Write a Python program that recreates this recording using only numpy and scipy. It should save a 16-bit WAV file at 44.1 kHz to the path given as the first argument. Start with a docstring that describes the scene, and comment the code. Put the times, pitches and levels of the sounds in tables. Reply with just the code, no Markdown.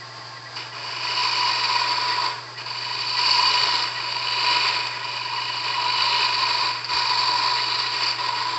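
"""Turning a spindle on a wood lathe

In a small workshop the motor hums, the bearings whirr and spots on the drive belt chirp on each loop.
A hand-held tool leans into a thin spinning spindle in several passes. Tearing fibres scrape and set
the tool, its rest and the wood ringing, in pulses tied to each turn; at times the shank chatters.
The edge scuffs twice as it meets the wood, and two soft bumps thud through the stand."""
import sys
import numpy as np
from scipy import signal
from scipy.fft import rfft, irfft, next_fast_len
from scipy.io import wavfile
from scipy.ndimage import uniform_filter1d, map_coordinates

SR = 44100
rng = np.random.default_rng(int(sys.argv[2]) if len(sys.argv) > 2 else 0)


def to_wav(sig):
    """Store sig (one row per channel, or 1-D mono) as 16-bit WAV at the path in sys.argv[1].

    Samples outside -1..1 are clipped; the rate is SR.
    """
    pcm = np.clip(np.atleast_2d(sig), -1, 1) * 32767
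    pcm = np.round(pcm).astype(np.int16)
    wavfile.write(sys.argv[1], SR, pcm.T)  # frames by channels


N = 378378
T = np.arange(N) / SR

# motor tones: pitch_hz, rms_db
MOTOR_TONES = [(120.03, -49), (140.2, -63.5)]
# tone colour of the bearings and of the scrape: frequency_hz, level_db
WHIRR_SPECTRUM = [(28, -37.5), (58, -6.5), (105, -1), (240, -3.5), (340, 6.5), (540, 3), (680, 6.5),
                  (1200, 4), (1850, 3.5), (2500, 2), (4200, -4.5), (5800, -5), (6800, -10.5), (7650, -8),
                  (8400, -26)]
SCRAPE_SPECTRUM = [(120, -37), (260, -20.5), (350, -6.5), (520, -8), (860, -3.5), (1200, 4.5), (1650, 1),
                   (2300, 0), (3300, -1.5), (4000, -8.5), (5200, -3), (6400, -35.5), (7500, -9.5),
                   (8400, -31.5)]
# resonances of the housing, iron bed, tool rest, wood and tool steel: pitch_hz, width_hz, level_db
HOUSING_MODES = [(667, 16, -2.5), (889, 32, -4), (939, 30, -7.5), (1069, 21, 2), (1154, 24, -4.5),
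                 (1347, 22, -6), (1616, 24, -2.5), (1694, 25, -8.5), (4595, 310, -10), (4830, 300, -6.5),
                 (4850, 180, -9.5)]
BED_MODES = [(332, 18, -5), (425.6, 60, -2.5), (577.6, 11, 0), (661, 30, -3), (761.6, 3.6, 3),
             (1155, 33, 0), (1272, 34, 3.5), (1460, 20, 7), (1610, 120, -5.5), (1878, 50, 4),
             (2125, 42, 2.5), (3465, 33, -0.5), (3630, 60, 1.5), (3870, 75, -5)]
REST_MODES = [(2917, 70, 2), (2940, 28, -4)]
WOOD_MODES = [(2456, 68, -0.5), (2552, 210, -5.5)]
SHANK_MODES = [(981, 26, 0), (1042, 36, -12)]
BLADE_MODES = [(3982, 76, 0), (4160, 61, 1)]
EDGE_MODES = [(4520, 94, -12), (4535, 84, -10.5), (4573, 56, 1.5), (4780, 150, -6.5), (4950, 170, -15)]
TIP_MODES = [(5040, 200, 0), (5240, 300, -5)]
# soft bumps against the lathe: start_s, peak_db, pitch_hz
STAND_BUMPS = [(3.625, -44, 143), (6.95, -41, 76)]
# squeaky belt spots that come and go: first_s, level_db, loudest_s, fade_db_per_s
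SQUEAKY_SPOTS = [(.022, -27, 1.0, 1.6), (.117, -26.5, 4.6, 1.6), (.22, -35, 8, .6)]
# the tool is set down or catches: start_s, level_db, t60_s
TOOL_TOUCHES = [(0.56, -25.5, 0.16), (6.844, -20.5, 0.12)]
# passes of the tool, and how well that spot of the wood drives each part: start_s, lean_s, hold_s,
# ease_s, entry_pressure_db, full_pressure_db, shank_db, edge_db, wood_db, rest_db, blade_db, tip_db
TOOL_PASSES = [(0.56, 0.028, 0.018, 0.068, -6, -8, -10, -6.5, -1.5, 1, -5, 5),
               (0.722, 0.5, 0.567, 0.13, -15, -2.5, -1.5, -0.5, 1.5, 1.5, -1.5, 5.5),
               (1.784, 0.056, 0.43, 0.096, -3, -1.6, 0, -3, -4.5, -11, -7.5, -4.5),
               (2.569, .02, .03, .03, -12, -11.5, -6, 1, 1.5, 2, 0, -3),
               (2.651, 0.57, 0.023, .06, -12.5, -6.5, 2.5, 4.5, 2.5, 3, 8.5, 1.5),
               (3.164, .12, .15, .33, -9, -1.5, 2, 3.5, 1, 1.5, -1.5, 3.5),
               (3.379, 0.14, 0.28, 0.14, -10, -0.5, -2.5, -3, -4, 0.5, -0.5, 1),
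               (3.934, .45, 0.1, 0.057, -10, -5, 1, 1.5, 2, 4, 6.5, -9),
               (4.325, 0.18, 0.17, 0.31, -11, 0.5, -2.5, -3, 0.5, -2, -4.5, -4.5),
               (5.027, 0.53, 0.11, .2, -11.5, -10, 4.5, 3, 4.5, 7.5, 10.5, 3),
               (5.634, .44, 0.15, .1, -7, -0.96, 1.5, -2, 1, 1, 3, -4),
               (6.22, 0.074, 0.38, 0.17, -2.5, -2.5, -0.5, 0, 1, -2, 2.5, -9),
               (6.88, 0.053, 0.621, 0.088, -7, -2.5, 2, 1, -1, -4.5, 1.5, 0.5),
               (7.558, 0.23, .06, 0.32, -4.5, -3, -2, -1, -1.5, -4, 4.5, -5),
               (7.92, .15, .03, 0.083, -8, -2.5, -3.5, 1, -0.5, -3.5, -4, -1),
               (8.172, 0.057, 0.33, .1, -7.5, -4, 2.5, -3.5, -6, -7, -1, -8)]
PARTS = ("shank", "edge", "wood", "rest", "blade", "tip")
# the shank flares into chatter: peak_s, rise_db
SHANK_FLARES = [(1.23, 5), (1.45, 7.5), (1.74, 7.5), (2.25, 3), (3.42, 3.5), (4.48, 2.5), (5.36, 7.5),
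                (5.829, 5.5), (6.44, 4.5), (6.659, 5.5), (7.12, 2.5), (7.31, 4), (7.46, 3)]
# how each part answers the hand: base_db, db_per_pressure_db, drift_db_per_s while the tool is held
SCRAPE_LAW, WOOD_LAW, REST_LAW = (-35, 0.92, 1.8), (-30, 1.07, -2), (-30, 1.38, -13)
SHANK_LAW, BLADE_LAW = (-25.5, 1.23, 0.3), (-28.5, 2.15, -2.2)
EDGE_LAW, TIP_LAW = (-23, 1.34, -1.1), (-36, 1.34, -7.5)

SPINDLE_HZ, BELT_LOOP_S = 24.73, 0.3511


def amp(db):
    """Decibels to gain."""
    return 10 ** (np.asarray(db) / 20)


def unit(x):
    """Scale to rms 1."""
    return x / np.sqrt(np.mean(x ** 2) + 1e-20)


def wobble(rate):
    """A smooth random curve, rate knots a second."""
    return map_coordinates(rng.standard_normal(int(N * rate / SR) + 4), [T * rate])


def swell(peak_s, width_s):
    """A smooth rise and fall of height 1."""
    return np.exp(-np.minimum(((T - peak_s) / width_s) ** 2, 20))


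def filtered(x, response):
    """EQ x with a gain curve over frequency."""
    size = next_fast_len(N + SR // 2)
    return irfft(rfft(x, size) * response(np.fft.rfftfreq(size, 1 / SR)), size)[:N]


def coloured(x, spectrum):
    """Give x a smooth tone colour, at rms 1."""
    hz, db = np.transpose(spectrum)
    return unit(filtered(x, lambda f: amp(np.interp(np.log(f + 1), np.log(hz), db))))


def ringing(x, modes):
    """Play x through a set of resonances, at rms 1."""
    return unit(filtered(x, lambda f: sum(
        amp(db) * 1j * f * width / (hz * hz - f * f + 1j * f * width) for hz, width, db in modes)))


def band(x, low_hz, high_hz):
    """Keep one band with steep skirts, at rms 1."""
    return unit(filtered(x, lambda f: 1 / (1 + (low_hz / (f + 1)) ** 10) / (1 + (f / high_hz) ** 10)))


def machine():
    """Mains hum of the motor and the whirr of the bearings in their housing."""
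    hum = sum(amp(db) * np.sqrt(2) * np.sin(2 * np.pi * hz * T) for hz, db in MOTOR_TONES)
    rolling = amp(0.97 * wobble(25))
    whirr = amp(-43) * coloured(rng.standard_normal(N), WHIRR_SPECTRUM)
    housing = amp(-40) * band(ringing(rng.standard_normal(N), HOUSING_MODES), 660, 4960)
    return hum + rolling * (whirr + housing)


def bumps(width_s=0.011):
    """Dull, low thuds of the stand."""
    return sum(amp(db) * np.exp(-((T - start - width_s / 2) / width_s) ** 2)
               * np.sin(2 * np.pi * hz * (T - start)) for start, db, hz in STAND_BUMPS)


def belt(trim_db=-5, pitch_hz=1950, width_s=0.012, scatter_db=3.9):
    """Spots of the belt squeak briefly each time they pass the pulley, never twice alike."""
    chirps = np.zeros(N)
    for first_s, db, loudest_s, fade in SQUEAKY_SPOTS:
        loop = np.round((T - first_s) / BELT_LOOP_S).astype(int)
        chance = rng.standard_normal(loop.max() + 2)[loop]
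        spot_db = trim_db + db - fade * np.abs(T - loudest_s) + scatter_db * chance
        chirps += amp(spot_db) * swell(first_s + loop * BELT_LOOP_S, width_s)
    flutter = amp(2 * wobble(300))
    wavering_hz = pitch_hz + 38 * wobble(300)
    return chirps * flutter * np.sin(2 * np.pi * np.cumsum(wavering_hz) / SR)


def touches():
    """The edge meets the wood with a short scuff that rings the steel."""
    push = sum(amp(db - 60 * np.abs(T - start) / t60) * (T >= start) for start, db, t60 in TOOL_TOUCHES)
    force = rng.standard_normal(N)
    steel = band(ringing(force, EDGE_MODES), 4300, 5000)
    scuff = amp(-11) * coloured(force, SCRAPE_SPECTRUM)
    return push * amp(-5) * (steel + scuff)


def driven_db(law, part=None, attack_s=0.013, ease_db=9):
    """One part's level follows the pressure as the hand leans in, holds and eases off in each pass."""
    base_db, growth, drift = law
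    power = np.zeros(N)
    for start, lean, hold, ease, entry_db, full_db, *coupling_db in TOOL_PASSES:
        first = int(start * SR)
        t = T[first:first + 2 * SR] - start
        pressure_db = np.interp(t, [0, lean], [entry_db, full_db])
        pressure_db -= ease_db * np.maximum(t - lean - hold, 0) / ease
        db = base_db + growth * pressure_db + drift * np.clip(t - lean, 0, hold)
        if part is not None:
            db += coupling_db[PARTS.index(part)]
        power[first:first + len(t)] += (np.clip(t / attack_s, 0, 1) * amp(db)) ** 2
    return 10 * np.log10(power + 1e-12)


def turning(depth_db, peak_turn, per_turn):
    """Tremolo locked to the spindle, at even power."""
    gain = amp(depth_db * np.cos(2 * np.pi * per_turn * (SPINDLE_HZ * T - peak_turn)))
    return gain / np.sqrt(uniform_filter1d(gain ** 2, SR // 5))


def fibres(bite, grain_db=2.5):
    """The force of tearing fibres: dense snaps of uneven size."""
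    return rng.standard_normal(N) * bite * amp(grain_db * wobble(1400))


def chatter(x, grip, window_s):
    """Friction feeds a vibration and also caps it: slow swells level out, the fast flutter stays."""
    power = np.abs(uniform_filter1d(x * x, int(window_s * SR))) + 1e-3
    return unit(x / power ** (grip / 2))


def shank_chatter(bite, scrape_db):
    """Stick-slip bends the shank; the lighter the cut, the more the tool bounces once a turn."""
    slip = ringing(fibres(bite, grain_db=2), [(1005, 120, 0)])
    ring = chatter(ringing(slip, SHANK_MODES), grip=0.8, window_s=0.07)
    lighter_db = SCRAPE_LAW[0] - scrape_db
    bounce_db = np.clip(0.8 + 0.45 * lighter_db, 0, 5.5)
    bounce = turning(bounce_db, peak_turn=0.06, per_turn=1) * turning(0.8, peak_turn=0.03, per_turn=2)
    flare_db = sum(db * swell(peak_s, width_s=0.058) for peak_s, db in SHANK_FLARES)
    return amp(driven_db(SHANK_LAW, "shank") + flare_db) * ring * bounce


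def cutting():
    """One uneven bite of the edge drives the scrape and every ringing part."""
    bite = amp(0.69 * wobble(45) + 0.9 * wobble(220))
    # the piece runs slightly off centre, and the edge meets end grain twice a turn
    runout = turning(1.32, peak_turn=0.8, per_turn=1) * turning(0.95, peak_turn=0.44, per_turn=2)
    end_grain = turning(4, peak_turn=0.012, per_turn=2)
    scrape_db = driven_db(SCRAPE_LAW)
    chips = coloured(fibres(bite), SCRAPE_SPECTRUM)
    bed = band(ringing(fibres(bite), BED_MODES), 270, 4700)
    scrape = amp(scrape_db) * (amp(3.5) * chips + amp(1.5) * bed)
    shank = shank_chatter(bite, scrape_db)
    edge = band(ringing(fibres(bite * runout), EDGE_MODES), 4360, 5100)
    edge = chatter(edge, grip=0.1, window_s=0.065)
    tip = band(ringing(fibres(bite * runout), TIP_MODES), 4700, 5900)
    wood = band(ringing(fibres(bite * end_grain, grain_db=3.5), WOOD_MODES), 1900, 2900)
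    wood = chatter(wood, grip=0.6, window_s=0.049)
    rest = band(ringing(fibres(bite), REST_MODES), 2650, 3200)
    blade = band(ringing(fibres(bite * runout, grain_db=-0.5), BLADE_MODES), 3300, 4000)
    # a high overtone of the edge swells with its main ring and spits on one side of the piece
    high_spot = end_grain * turning(2, peak_turn=0.48, per_turn=1)
    sizzle = band(ringing(fibres(bite * high_spot, grain_db=1), [(7300, 290, 0)]), 6400, 8000)
    return (scrape + shank
            + amp(driven_db(EDGE_LAW, "edge")) * (edge + amp(-24) * sizzle)
            + amp(driven_db(BLADE_LAW, "blade")) * blade
            + amp(driven_db(TIP_LAW, "tip")) * tip
            + amp(driven_db(WOOD_LAW, "wood")) * wood
            + amp(driven_db(REST_LAW, "rest")) * rest)


def workshop(x, t60_s, wet_db):
    """The close walls add a short tail."""
    t = T[:SR // 2]
    tail = rng.standard_normal(len(t)) * amp(-60 * t / t60_s) * (t > 0.004)
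    return x + amp(wet_db) * signal.fftconvolve(x, tail / np.linalg.norm(tail))[:N]


def scene():
    """Tool work and belt in the room, over the steady machine and the bumps."""
    work = workshop(cutting() + touches() + belt(), t60_s=0.2, wet_db=-19)
    return (work + machine() + bumps())[None]


def record(dry, low_hz=38, rolloff_hz=8200, top_hz=8520):
    """Final EQ: the deepest bass drops away; the treble rolls off and ends steeply."""
    def response(f):
        return (f < top_hz) / (1 + (f / rolloff_hz) ** 40) / (1 + (low_hz / (f + 1)) ** 6)
    return filtered(dry[0], response)[None]


dry = scene()
out = record(dry)
to_wav(out)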